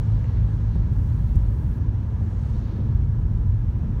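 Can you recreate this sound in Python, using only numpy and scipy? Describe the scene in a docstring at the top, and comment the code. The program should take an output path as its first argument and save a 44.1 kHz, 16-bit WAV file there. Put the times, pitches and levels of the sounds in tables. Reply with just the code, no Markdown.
"""Car crossing a wet steel bridge

One microphone in the cabin, windows closed. Close all round, the tyres drive a deep rumble and a soft
roar, the engine drones underneath, and uneven spots in the deck thump through the body. Farther off,
oncoming cars swish past behind the glass; nearby, the trim and drops on the windscreen tick faintly."""
import sys
import numpy as np
from scipy import signal
from scipy.fft import rfft, irfft
from scipy.io import wavfile
from scipy.ndimage import uniform_filter1d

SR = 44100
rng = np.random.default_rng(int(sys.argv[2]) if len(sys.argv) > 2 else 0)


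def store_pcm(level_fs):
    """Save levels as 16-bit WAV."""
    pcm = np.round(np.clip(level_fs, -1, 1) * 32767).astype(np.int16)
    wavfile.write(sys.argv[1], SR, np.atleast_2d(pcm).T)


N = 176400
TIME = np.arange(N) / SR

# cabin rumble (frequency [Hz], relative density [dB])
RUMBLE_SPECTRUM = [(15, -39), (25, -23), (32, -5), (42, 2), (54, -1), (64, -1.5), (77, 2), (94, -0.5),
                   (112, -0.5), (130, -3), (150, -11), (185, -28), (300, -45), (1500, -110)]
# (time [s], level [dB])
RUMBLE_LEVELS = [(0, -23), (.45, -21.5), (.62, -26.5), (.8, -21.5), (1.3, -22), (1.48, -23.5),
                 (1.72, -22.5), (2.1, -24.5), (2.35, -25), (2.55, -22.5), (2.72, -29.5), (2.93, -18.5),
                 (3.15, -21), (3.52, -22), (3.65, -22.5), (4, -23)]
# drone of the body panels (frequency [Hz], relative density [dB])
PANEL_SPECTRUM = [(40, -47), (120, -12), (160, -0.5), (185, -1), (205, 2), (222, 1), (250, -5), (310, -10),
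                  (450, -22), (800, -43.5), (2500, -96.5)]
# (time [s], level [dB])
PANEL_LEVELS = [(0, -40), (.6, -39), (.85, -35), (1.1, -38), (1.45, -37.5), (1.8, -36), (2.08, -39.5),
                (2.27, -35), (2.38, -39), (2.8, -33.5), (3.07, -38), (3.3, -37), (3.62, -41), (3.87, -35),
                (4, -35.5)]
# tyre roar through closed windows (frequency [Hz], relative density [dB])
ROAR_SPECTRUM = [(30, -31.5), (150, -19), (300, 5), (420, 4), (550, 1), (700, -3.5), (900, -3),
                 (1100, -5.5), (1350, -7.5), (1480, -10.5), (1750, -11.5), (2000, -15), (2400, -18.5),
                 (3200, -21), (4200, -25.5), (4950, -30), (5600, -25.5), (6500, -30), (7500, -40),
                 (11000, -57.5)]
# (time [s], level [dB])
ROAR_LEVELS = [(0, -47), (.8, -49), (1.6, -49.5), (2.4, -49), (2.8, -48.5), (3.1, -50.5), (3.6, -51),
               (4, -48.5)]
# tyre resonances (frequency [Hz], width [Hz], level [dB])
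TREAD_MODES = [(986, 20, -62.5), (900, 48, -65), (1657, 44, -67.5), (1327, 57, -76.5)]
# engine, duller as the load eases (time [s], firing rate [Hz], level [dB], tilt [dB per order])
ENGINE_RUN = [(0, 53.22, -26, -0.5), (.5, 53.38, -26.5, .5), (.9, 54.02, -28.5, .5),
              (1.4, 54.18, -30.5, 0.5), (2, 55.26, -29.5, -2.5), (2.7, 54.35, -33.5, -2),
              (3.3, 54.53, -31, -2), (4, 54.8, -30, -2)]
# engine harmonics (multiple of the firing rate, gain [dB])
FIRING_ORDERS = [(1, -0.5), (2, 0), (3, -10.5), (4, -28.5)]
# uneven spots in the deck (time [s], boom [dB], knock [dB], tyre slap [dB])
DECK_BUMPS = [(0.753, -29.5, -26.5, -41), (1.355, -17.5, -35, -58), (1.681, -25.5, -35, -54),
              (2.214, -28, -26, -54), (2.782, -38, -29.5, -46.5), (3.478, -22.5, -39, -63),
              (3.829, -27, -31, -46)]
# suspension and cabin air (frequency [Hz], gain [dB], t60 [s])
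CABIN_MODES = [(51.8, 4.5, 0.46), (84.6, 7.5, 0.29), (105.3, 2.5, 0.16)]
# body panels (frequency [Hz], gain [dB], t60 [s])
PANEL_MODES = [(162.5, 4, 0.14), (215.92, -1.5, 0.2), (274, -9, 0.089), (380, -13, 0.14),
               (554, -19.5, 0.042)]
# tyre slap (frequency [Hz], relative density [dB])
SLAP_SPECTRUM = [(100, -20), (300, 1), (550, -0.5), (900, -10), (1500, -24.5), (6000, -58)]
# oncoming cars (time abreast of the microphone [s], spray level [dB], fall to half amplitude [s])
PASSING_CARS = [(0.103, -66, .17), (0.367, -66, .15), (0.755, -65.5, 0.13), (1.252, -69, 0.28),
                (2.536, -66, 0.18), (2.712, -62, 0.12)]
# their spray behind the glass (frequency [Hz], relative density [dB])
SPRAY_SPECTRUM = [(100, -42), (700, -12), (1600, -1.5), (2400, -1), (3300, -2.5), (4300, 1), (4950, -6),
                  (5600, -6.5), (6600, -5), (7500, -11), (9200, -12), (10500, -25.5), (16000, -38.5)]
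# splits between four spray bands (frequency [Hz])
SPRAY_SPLITS = [3000, 5000, 6600]
# how early each band peaks, low to high (lead [s])
SPRAY_LEADS = [.04, 0.0011, 0.12, 0.24]
# ticks in the trim (time [s], level [dB])
TRIM_TICKS = [(0.2427, -40.5), (0.2559, -46), (.264, -53), (.321, -54), (.344, -54), (.373, -47),
              (0.383, -55), (1.071, -56)]
# ringing of the plastic (frequency [Hz], gain [dB], t60 [s])
PLASTIC_MODES = [(1510, -9.5, 0.0051), (1890, 4, 0.005), (2370, -4, 0.011), (2780, -7, 0.014),
                 (7200, -15.5, 0.0054)]
# drops on the windscreen (time [s], level [dB])
GLASS_DROPS = [(.755, -61.5), (1.3566, -50)]
# their splash (frequency [Hz], relative density [dB])
SPLASH_SPECTRUM = [(3000, -18), (5200, -13.5), (6200, -2), (8300, 1), (10500, -9), (12000, -6), (16000, -5)]
# background hiss (frequency [Hz], relative density [dB])
HISS_SPECTRUM = [(2000, -6), (9500, -2.5), (10500, -5.5), (11500, -3.5), (15500, -4)]


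def cabin_rumble():
    """Road texture shakes the cabin and its panels all round the microphone."""
    rumble = steadied(noise(RUMBLE_SPECTRUM), window_s=0.095) * from_db(in_time(RUMBLE_LEVELS)[0])
    panels = steadied(noise(PANEL_SPECTRUM), window_s=0.21) * from_db(in_time(PANEL_LEVELS)[0])
    return rumble + panels


def tyres():
    """Just outside the closed windows, the treads roar and sing faintly."""
    flutter_db = 0.32 * drift(rate_hz=17)
    out = noise(ROAR_SPECTRUM) * from_db(in_time(ROAR_LEVELS)[0] + flutter_db)
    for hz, width, db in TREAD_MODES:
        singing = ring(rng.standard_normal(N), hz, t60=np.log(1000) / (np.pi * width))
        out += from_db(db) * rms_one(butter(singing, hz, "low"))
    return out


def engine(waver_db=1.52, pitch_wander=0.0052):
    """The low firing orders drone into the cabin, each wavering a little."""
    hz, db, tilt = in_time(ENGINE_RUN)
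    firing_hz = hz * (1 + pitch_wander * drift(rate_hz=2.86))
    phase = 2 * np.pi * np.cumsum(firing_hz) / SR
    out = 0
    for order, order_db in FIRING_ORDERS:
        level = from_db(db + order_db + tilt * (order - 1) + waver_db * drift(rate_hz=4.1))
        out += np.sqrt(2) * level * np.sin(order * phase + 2 * np.pi * rng.random())
    return out


def deck_bumps(contact_hz=600):
    """Below the floor the tyres slap an uneven spot; the cabin booms and the panels knock."""
    s, boom_db, knock_db, slap_db = np.transpose(DECK_BUMPS)
    boom = strike(s, boom_db, CABIN_MODES, vary_db=3)
    knock = strike(s, knock_db, PANEL_MODES, vary_db=0)
    body = butter(boom + knock, contact_hz, "low", order=4)
    slap = noise(SLAP_SPECTRUM) * bursts(s, slap_db, decay_s=0.025)
    return butter(body, 20, "high") + slap


def oncoming_cars():
    """Tyre spray swells and fades with distance, brightest as each car nears the microphone."""
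    out = 0
    for k, lead in enumerate(SPRAY_LEADS):
        band = noise(SPRAY_SPECTRUM)
        if k > 0:
            band = butter(band, SPRAY_SPLITS[k - 1], "high", order=6)
        if k < len(SPRAY_SPLITS):
            band = butter(band, SPRAY_SPLITS[k], "low", order=6)
        swells = [from_db(db) / (1 + ((TIME + lead - s) / half) ** 2) for s, db, half in PASSING_CARS]
        out += band * np.sqrt(sum(swell ** 2 for swell in swells))  # the cars add in power
    return out


def trim_ticks():
    """Plastic trim near the microphone ticks and rings briefly."""
    return strike(*np.transpose(TRIM_TICKS), PLASTIC_MODES, vary_db=2)


def windscreen_drops():
    """Drops burst on the outside of the glass."""
    return noise(SPLASH_SPECTRUM) * bursts(*np.transpose(GLASS_DROPS), decay_s=0.0036)


def hiss(level_db=-74.5, lift_db=6.5, lift_start_s=0.925, lift_end_s=1.785):
    """A thin hiss behind everything lifts briefly."""
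    lifted = (TIME > lift_start_s) & (TIME < lift_end_s)
    return noise(HISS_SPECTRUM) * from_db(level_db + lift_db * lifted)


def from_db(db):
    return 10 ** (np.asarray(db) / 20)


def rms_one(x):
    return x / np.sqrt(np.mean(x ** 2) + 1e-20)


def in_time(rows):
    """Each column of a curve, at every sample."""
    s, *columns = np.transpose(rows)
    return [np.interp(TIME, s, column) for column in columns]


def drift(rate_hz):
    """Slow random wandering with spread 1."""
    hop, settle = 40, 2000
    pole = np.exp(-2 * np.pi * rate_hz * hop / SR)
    white = rng.standard_normal(N // hop + settle + 2)
    slow = signal.lfilter([1], [1, -2 * pole, pole * pole], white)[settle:]
    return np.interp(np.arange(N) / hop, np.arange(len(slow)), rms_one(slow))


def noise(spectrum):
    """Noise of the given colour, rms 1."""
    hz, db = np.transpose(spectrum)
    bins = np.maximum(np.arange(N // 2 + 1) * SR / N, 1)
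    gain = from_db(np.interp(np.log(bins), np.log(hz), db))
    return rms_one(irfft(rfft(rng.standard_normal(N)) * gain, N))


def steadied(x, window_s):
    """Noise with its chance swells evened out."""
    return x / np.sqrt(uniform_filter1d(x ** 2, int(window_s * SR)) + 1e-12)


def butter(x, hz, kind, order=2):
    return signal.sosfilt(signal.butter(order, hz, kind, fs=SR, output="sos"), x)


def ring(x, hz, t60):
    """A unit click sets a sine of height 1 ringing."""
    r, w = np.exp(-np.log(1000) / (t60 * SR)), 2 * np.pi * hz / SR
    return signal.lfilter([0, np.sin(w)], [1, -2 * r * np.cos(w), r * r], x + 1e-18)


def clicks(s, db):
    """One impulse per event."""
    out = np.zeros(N)
    out[(np.asarray(s) * SR).astype(int)] = from_db(db)
    return out


def strike(s, db, modes, vary_db):
    """Every blow rings each mode, its strength scattered by vary_db."""
    out = 0
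    for k, (hz, mode_db, t60) in enumerate(modes):
        blows = clicks(s, db + mode_db + vary_db * rng.standard_normal(len(s)))
        out += (-1) ** k * ring(blows, hz, t60)
    return out


def bursts(s, db, decay_s):
    """An envelope that jumps at each event and dies away."""
    return signal.lfilter([1], [1, -np.exp(-1 / (decay_s * SR))], clicks(s, db) + 1e-18)


def scene():
    """Everything that reaches the microphone in the cabin, in mono."""
    car = cabin_rumble() + tyres() + engine() + deck_bumps()
    return (car + oncoming_cars() + trim_ticks() + windscreen_drops() + hiss())[None]


def record(dry, cutoff_hz=15760):
    """The top of the microphone's range is cut steeply."""
    return signal.sosfilt(signal.ellip(12, .1, 80, cutoff_hz, fs=SR, output="sos"), dry)


dry = scene()
out = record(dry)
store_pcm(out)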